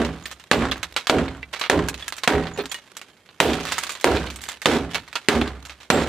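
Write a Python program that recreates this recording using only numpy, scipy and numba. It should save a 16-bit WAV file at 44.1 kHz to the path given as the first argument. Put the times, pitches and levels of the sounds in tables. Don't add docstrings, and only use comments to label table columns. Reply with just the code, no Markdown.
import sys
import numpy as np
from scipy import signal
from scipy.fft import rfft, irfft, next_fast_len
from scipy.io import wavfile
from numba import njit

SR = 44100
rng = np.random.default_rng(int(sys.argv[2]) if len(sys.argv) > 2 else 0)


def master_out(mix):
    frames = np.transpose(np.atleast_2d(mix))
    ceiling = np.clip(frames, -1, 1)
    pcm = np.round(ceiling * 32767).astype(np.int16)
    wavfile.write(sys.argv[1], SR, pcm)


N = 268127


def undb(db):
    return 10 ** (np.asarray(db) / 20)


def at(points, hz):
    point_hz, value = np.transpose(points)
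    return np.interp(np.log(np.maximum(hz, 1)), np.log(point_hz), value)


def noise(count):
    return rng.standard_normal((2, count))


def colour(x, points, extra=None):
    count = x.shape[-1]
    size = 2 * next_fast_len(count)
    hz = np.arange(size // 2 + 1) * SR / size
    gain = undb(at(points, hz))
    gain = gain / np.sqrt(np.mean(gain ** 2))
    if extra is not None:
        gain = gain * undb(at(extra, hz))
    cepstrum = irfft(np.log(gain))[:size // 2]
    response = np.exp(rfft(2 * cepstrum, size) - cepstrum[0])
    return irfft(rfft(x, size) * response)[..., :count]


def fade(t, t60):
    return np.exp(-np.log(1000) * t / np.maximum(t60, 1e-4))


def clicks(count, rate_hz, spread_db):
    hit = rng.random(count) < rate_hz / SR
    size = hit * undb(spread_db * np.clip(rng.standard_normal(count), -2, 2))
    return noise(count) * size / np.sqrt(np.mean(size ** 2) + 1e-12)


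def cabin(x, wet_db, t60):
    keep = fade(1 / SR, t60) ** 2
    energy = signal.lfilter([1 - keep], [1, -keep], x[0] ** 2 + 1e-18)
    return x + undb(wet_db) * noise(x.shape[1]) * np.sqrt(energy)


def add(out, start_s, x):
    start = int(round(start_s * SR))
    a, b = max(start, 0), min(start + x.shape[1], N)
    if a < b:
        out[:, a:b] += x[:, a - start:b - start]


def modes(table, t, ring, build_cycles, scatter_db=-3.0, detune=0.0083):
    out = np.zeros((2, len(t)))
    draws = rng.standard_normal((len(table), 3))
    for (pitch_hz, level_db, t60), (shift, phase, weight) in zip(table, draws):
        wave = np.sin(2 * np.pi * (pitch_hz * (1 + detune * shift) * t + phase))
        build = 1 - np.exp(-t * pitch_hz / build_cycles)
        out[0] += undb(level_db + scatter_db * weight) * wave * fade(t, ring * t60) * build
    return out


def shard(x, t60, count=48, size=2400):
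    t = np.arange(size) / SR
    place, phase, strength = rng.random((count, 3)).T[:, :, None]
    hz = 900 + 14000 * place ** 1.2
    ring = np.sum(strength * np.sin(2 * np.pi * (hz * t + phase)), axis=0) * fade(t, t60)
    unit_ring = ring[None] / np.sqrt(np.sum(ring ** 2))
    return signal.fftconvolve(x, unit_ring, axes=1)[:, :x.shape[1]]


# [pitch_hz, density_rel_db]
AIR_SPECTRUM = [(30, -10), (100, 9.5), (400, 6.5), (1100, -3), (1600, -12), (2150, 0), (3200, -37),
                (6500, -14), (13000, -21), (15000, -37)]


def air(level_db=-59):
    return undb(level_db) * colour(noise(N), AIR_SPECTRUM)


# [start_s, length_s, peak_rel_db]
BLADE_DRAGS = [(0.287, 0.047, -41.5), (1.526, 0.025, -30), (1.605, 0.037, -33), (1.975, 0.13, -43),
               (2.69, .08, -49), (4.38, 0.2, -42.5), (4.901, 0.056, -38)]


def crumb_flow(fall_s=0.016, shed_db=-35, shed_t60=0.49, settle_db=-60, count=2000):
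    t = np.linspace(0, N / SR, count)
    power = np.full(count, undb(settle_db) ** 2)
    for start_s, *_, spill_db, spill_s in BLOWS_AND_BUMPS:
        age = np.maximum(t - start_s, 0)
        spill = undb(spill_db) * (1 - np.exp(-age / fall_s)) * np.exp(-(age / spill_s) ** 2)
        power += spill ** 2
    for start_s, level_db, *_ in GLASS_CHIPS:
        shed = undb(level_db + shed_db) * fade(abs(t - start_s), shed_t60)
        power += (t > start_s) * shed ** 2
    for start_s, length_s, level_db in BLADE_DRAGS:
        progress = np.clip((t - start_s) / length_s, 0, 1)
        power += undb(level_db) ** 2 * abs(np.sin(np.pi * progress))
    return np.interp(np.arange(N) / SR, t, np.sqrt(power))


# [pitch_hz, density_rel_db]
CRUMB_SPECTRUM = [(50, -84), (200, 0), (600, 1), (1500, 4.5), (3500, 3), (5200, -5), (7500, -9),
                  (10000, -15.5), (15000, -25.5)]


def trickle(level_db=-3, glass_db=-7, size=2205):
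    crumbs = clicks(N, 900, 4.36) * crumb_flow() * undb(level_db)
    out = cabin(crumbs, 0, 0.04)
    for start in range(0, N, size):
        handful = np.pad(crumbs[:, start:start + size], [(0, 0), (0, size)])
        add(out, start / SR, undb(glass_db) * shard(handful, 0.06, count=24))
    return colour(out, CRUMB_SPECTRUM)


def splinters(level_db=-32, spread_db=-2.5, treble_db=-14, earliest_s=0.11, latest_s=0.75,
              count=4, size=3000):
    out, t = np.zeros((2, N)), np.arange(size) / SR
    tone = [(4300, 0), (7500, treble_db)]
    for start_s, _, crack_db, *_ in BLOWS_AND_BUMPS:
        flights_s = rng.uniform(earliest_s, latest_s, count)
        offsets_db = spread_db * rng.standard_normal(count)
        for flight_s, offset_db in zip(flights_s, offsets_db):
            tick = noise(size) * fade(t, 0.006)
            sound = cabin(tick, 0, 0.017) + shard(tick, 0.023, count=16)
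            gain = undb(level_db + crack_db + offset_db)
            add(out, start_s + flight_s, gain * colour(sound, CHIP_SPECTRUM, tone))
    return out


# [start_s, pitch_hz, level_db, t60_s]
SINGLE_TONES = [(0.238, 6800, -42, 0.049), (0.272, 14850, -42, .08), (0.541, 7585, -39, 0.42),
                (0.714, 3370, -15, 0.029), (1.43, 2320, -29, 0.066), (1.430, 2030, -26.5, 0.045),
                (1.429, 2690, -29, 0.034), (2.025, 3400, -26, .05), (2.537, 6900, -41.5, 0.13),
                (2.588, 410, -18.5, .13), (2.620, 14900, -42, 0.058), (2.696, 7000, -39, 0.12),
                (2.715, 3310, -27, 0.047), (2.743, 2905, -28, 0.12), (2.746, 1880, -29, 0.087),
                (5.310, 7640, -60, 0.83), (5.931, 7620, -30, 0.28)]


def pings(size=20000):
    out, t = np.zeros((2, N)), np.arange(size) / SR
    for start_s, pitch_hz, level_db, t60 in SINGLE_TONES:
        wave = np.sin(2 * np.pi * (pitch_hz * t + rng.random((2, 1))))
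        add(out, start_s, undb(level_db) * fade(t, t60) * wave)
    return out


# [pitch_hz, density_rel_db]
CHIP_SPECTRUM = [(60, -11), (250, -0.5), (500, 7.5), (900, 4), (1600, 6), (2400, 5), (3700, 3.5),
                 (5000, 1.5), (7500, 12), (9500, 4.5), (15000, -3.5)]
# [start_s, level_rel_db, treble_db, crunch_decay_s]
GLASS_CHIPS = [(0.049, -15, -21, 0.011), (0.256, -22, -14.5, 0.013), (0.314, -25, -8.5, 0.0096),
               (0.398, -31, -16, 0.011), (0.532, 1.5, -37, 0.0041), (0.7175, -6, -27.5, 0.0092),
               (0.83, -10, -18, 0.0077), (0.964, -6, -21.5, .017), (1.07, -11, -16.5, 0.012),
               (1.281, -19, -48, 0.0067), (1.431, -28.5, -42, .01), (1.537, -14, -24.5, 0.031),
               (1.596, -20, -10, 0.0087), (1.613, -10, -24.5, 0.013), (1.638, -15.5, -28.5, 0.027),
               (1.886, -11, -9, 0.0061), (1.943, -12.5, -19.5, 0.0033), (2.081, -16.5, -7, 0.0039),
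               (2.124, -13.5, -20, .008), (2.166, -27.5, -6, 0.0058), (2.181, -20.5, -13.5, 0.0087),
               (2.235, -10.5, -18.5, .008), (2.437, -21.5, -29, 0.007), (2.47, -20.5, -30, 0.0086),
               (2.591, -17.5, -73.5, 0.016), (2.657, -20.5, -13, 0.0047), (2.717, -16.5, -8, 0.0078),
               (2.744, -15, -12, 0.0097), (2.968, -20, -9, .006), (3.015, -22.5, -15.5, 0.0074),
               (3.29, -32, -38, 0.007), (3.653, -16.5, -18, 0.073), (3.721, -10, -14.5, 0.017),
               (3.7818, -9.5, -12, 0.016), (3.835, -13, -13.5, 0.0087), (3.868, -18, -15, 0.013),
               (3.894, -15.5, -13, 0.028), (3.921, -25, -1.5, 0.0066), (3.952, -22, -20, 0.011),
               (4.011, -24, -7, .006), (4.171, -14, -36, 0.0068), (4.268, -20.5, -26, .007),
               (4.302, -19.5, -14.5, 0.019), (4.36, -24, -7.5, 0.0094), (4.416, -29, -4.5, 0.034),
               (4.488, -14, -13, 0.011), (4.518, -25.5, -11, 0.0052), (4.618, -17, -13.5, 0.015),
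               (4.946, -8, -18.5, 0.011), (4.955, -14, -47, 0.022), (5.078, -29.5, -22, 0.016),
               (5.129, -23.5, -19, 0.017), (5.155, -7.5, -21, 0.011), (5.415, -9, -47, 0.0041),
               (5.477, -18.5, -23, 0.0044), (5.652, -26, -13, 0.013), (5.696, -21, -22, 0.022),
               (5.803, -30.5, -19.5, 0.039)]


def chips(level_db=-1, click_db=12, snap_t60=0.0036, crunch_db=-9, glass_db=-6,
          knock_db=-15, knock_slope=0.37, size=6000):
    out, t = np.zeros((2, N)), np.arange(size) / SR
    for start_s, chip_db, treble_db, crunch_s in GLASS_CHIPS:
        snap = noise(size) * fade(t, snap_t60)
        crunch = undb(crunch_db) * clicks(size, 1500, 8) * np.exp(-t / max(crunch_s, .001))
        fracture = snap + crunch
        fracture[0, 0] += undb(click_db)
        sound = cabin(fracture, 0, 0.06) + undb(glass_db) * shard(fracture, 0.06, count=28)
        tone = [(450, knock_db - knock_slope * treble_db), (1000, 0), (4300, 0), (7500, treble_db)]
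        add(out, start_s, undb(chip_db + level_db) * colour(sound, CHIP_SPECTRUM, tone))
    return out


# [pitch_hz, level_rel_db, t60_s at ring 1]
PANEL_MODES = [(164.7, -6.5, 0.72), (196, -28, 0.26), (232.4, -1, 0.44), (267.2, -7.5, 0.73),
               (308.1, -0.5, 0.3), (340, -37, 1), (360, -1.5, 0.23), (411, -6.5, 0.56), (534, -21.5, 0.49),
               (750, -10.5, 0.7), (947, -2.5, 0.24)]
# [pitch_hz, density_rel_db]
DOOR_SPECTRUM = [(25, -31), (65, 9), (105, 1.5), (138, 0), (165, -0.5), (200, -1.5), (260, 4), (420, 4),
                 (560, -0.5), (780, -6.5), (1150, -23.5), (3000, -24), (5500, -36.5), (14000, -43.5)]
# [pitch_hz, t60_s at ring 1]
DOOR_DECAY = [(60, 0.87), (170, 0.75), (350, 0.5), (800, 0.49), (2500, 0.62), (10000, 0.27)]


def door(t, tilt_db, ring, build_cycles=15, modes_db=-7, grip_s=0.51):
    tilt = [(50, -3 * tilt_db), (12800, 5 * tilt_db)]
    spectrum = rfft(colour(noise(len(t)), DOOR_SPECTRUM, tilt))
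    hz = np.arange(spectrum.shape[1]) * SR / len(t)
    octave = np.log2(np.maximum(hz, 25) / 25)
    out = undb(modes_db) * modes(PANEL_MODES, t, ring, build_cycles)
    for k in range(11):
        band_hz = 25 * 2 ** k
        band = irfft(spectrum * np.maximum(1 - abs(octave - k), 0))
        build = 1 - np.exp(-t * band_hz / build_cycles)
        out += band * fade(t, ring * at(DOOR_DECAY, band_hz)) * build
    return out * np.exp(-(t / grip_s) ** 2)


# [pitch_hz, density_rel_db]
CRACK_SPECTRUM = [(40, -41), (150, 2.5), (400, 7), (1200, 2), (2200, 0.5), (3800, -3.5), (5200, -11),
                  (7800, -13.5), (10000, -23), (15000, -39)]
# [pitch_hz, density_rel_db]
RATTLE_SPECTRUM = [(200, -11), (700, 3.5), (1500, 4), (2600, -7), (3900, -10.5), (5300, -19.5), (7800, -21),
                   (10000, -31), (15000, -47)]
# [pitch_hz, level_rel_db, t60_s at ring 1]
LATCH_MODES = [(40, -22, 0.56), (56.3, -35, 1), (66.4, -12.5, 0.79), (80.4, -2.5, 0.097), (98.3, -37, 0.97)]
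# [start_s, door_rel_db, crack_rel_db, rattle_rel_db, door_tilt_db_per_octave, ring_factor,
#  swing_rel_db, spill_rel_db, spill_decay_s]
BLOWS_AND_BUMPS = [(-0.07, -9, -3, -20.5, 1, 0.85, -23, -50, 0.54),
                   (0.5135, -5, -1, -15, 0.96, 0.79, -13, -56, 0.17),
                   (1.0970, -7, -4.5, -18, 0, 0.79, -15, -45, 0.21),
                   (1.6984, -8.5, 0, -22, 0, 0.8, -13.5, -52, 0.64),
                   (2.2759, -10, -3.5, -18.5, 1, 0.91, -12.5, -50, 0.71),
                   (2.576, -13.5, -28, -38, 0, 0.21, -50, -35.5, 0.041),
                   (3.4022, -9, 1.5, -18, 2.5, 1, -17, -34, 0.47),
                   (4.0433, -6.5, -2, -19, 1, 0.86, -26.5, -32.5, 0.2),
                   (4.6574, -9, -2, -18.5, 0.5, 0.92, -15.5, -26, 0.12),
                   (5.286, -11, -1.5, -17, 1.1, 0.91, -20, -32, 0.12),
                   (5.4126, 3, -27.5, -39, -2, 0.084, -29, -60, 0.082),
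                   (5.902, -7.5, -2, -17, 1.25, 0.91, -23, -33.5, 0.19)]


def blows(edge_db=14, snap_t60=0.018, crush_db=-9, crush_t60=0.059, rattle_t60=0.59, glass_db=-7,
          swing_delay_s=.062, rebound_db=-7, crumbs_db=-9.0, bounce_db=5, bounce_hz=66, size=30000):
    out, t = np.zeros((2, N)), np.arange(size) / SR
    for start_s, door_db, crack_db, rattle_db, tilt_db, ring, swing_db, *_ in BLOWS_AND_BUMPS:
        snap = noise(size) * fade(t, snap_t60)
        snap[0, 0] += undb(edge_db)
        fractures = clicks(size, 830, 4.6) * fade(t, crush_t60)
        crush = undb(crush_db) * cabin(fractures, -0.075, 0.064)
        crack = undb(crack_db) * colour(snap + crush, CRACK_SPECTRUM)
        bounce = undb(bounce_db * np.sin(2 * np.pi * (bounce_hz * t + rng.random())))
        crumbs = clicks(size, 700, 5.0) * bounce * fade(t, rattle_t60) * undb(rattle_db + crumbs_db)
        rattle = cabin(crumbs, 4.1, 0.071) + undb(glass_db) * shard(crumbs, 0.082, count=70)
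        boom = undb(door_db) * door(t, tilt_db, ring)
        add(out, start_s, crack + colour(rattle, RATTLE_SPECTRUM) + boom)
        swing = undb(swing_db) * modes(LATCH_MODES, t, 0.95, 0.72, scatter_db=4.5)
        panels = modes(PANEL_MODES[:8], t, .65 * ring, 7, scatter_db=3.5)
        rebound = undb(door_db + rebound_db) * panels
        add(out, start_s + swing_delay_s, swing + rebound)
    return out


def ports(x, right_db, wide_hz=5500):
    high_pass = signal.butter(1, wide_hz, "high", fs=SR, output="sos")
    mid, side = x[0], signal.sosfilt(high_pass, x[1])
    return np.array([mid + side, mid - side]) * undb([[-right_db], [right_db]])


def scene():
    glass = chips() + trickle() + splinters() + pings()
    return ports(blows() + air(), right_db=1.6) + ports(glass, right_db=2.5, wide_hz=6000)


@njit
def follow(x, attack, release):
    level, e = np.empty(len(x)), x[:400].max()
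    for i in range(len(x)):
        e += (x[i] - e) * (attack if x[i] > e else release)
        level[i] = e
    return level


def record(dry, threshold_db=-10.0, attack_s=0.0025, release_s=0.08, top_hz=15300):
    level = follow(np.abs(dry).max(axis=0), 1 / (attack_s * SR), 1 / (release_s * SR))
    held = dry / np.maximum(level / undb(threshold_db), 1)
    low_pass = signal.ellip(8, .2, 70, top_hz, fs=SR, output="sos")
    return signal.sosfilt(low_pass, np.tanh(held))


dry = scene()
out = record(dry)
master_out(out)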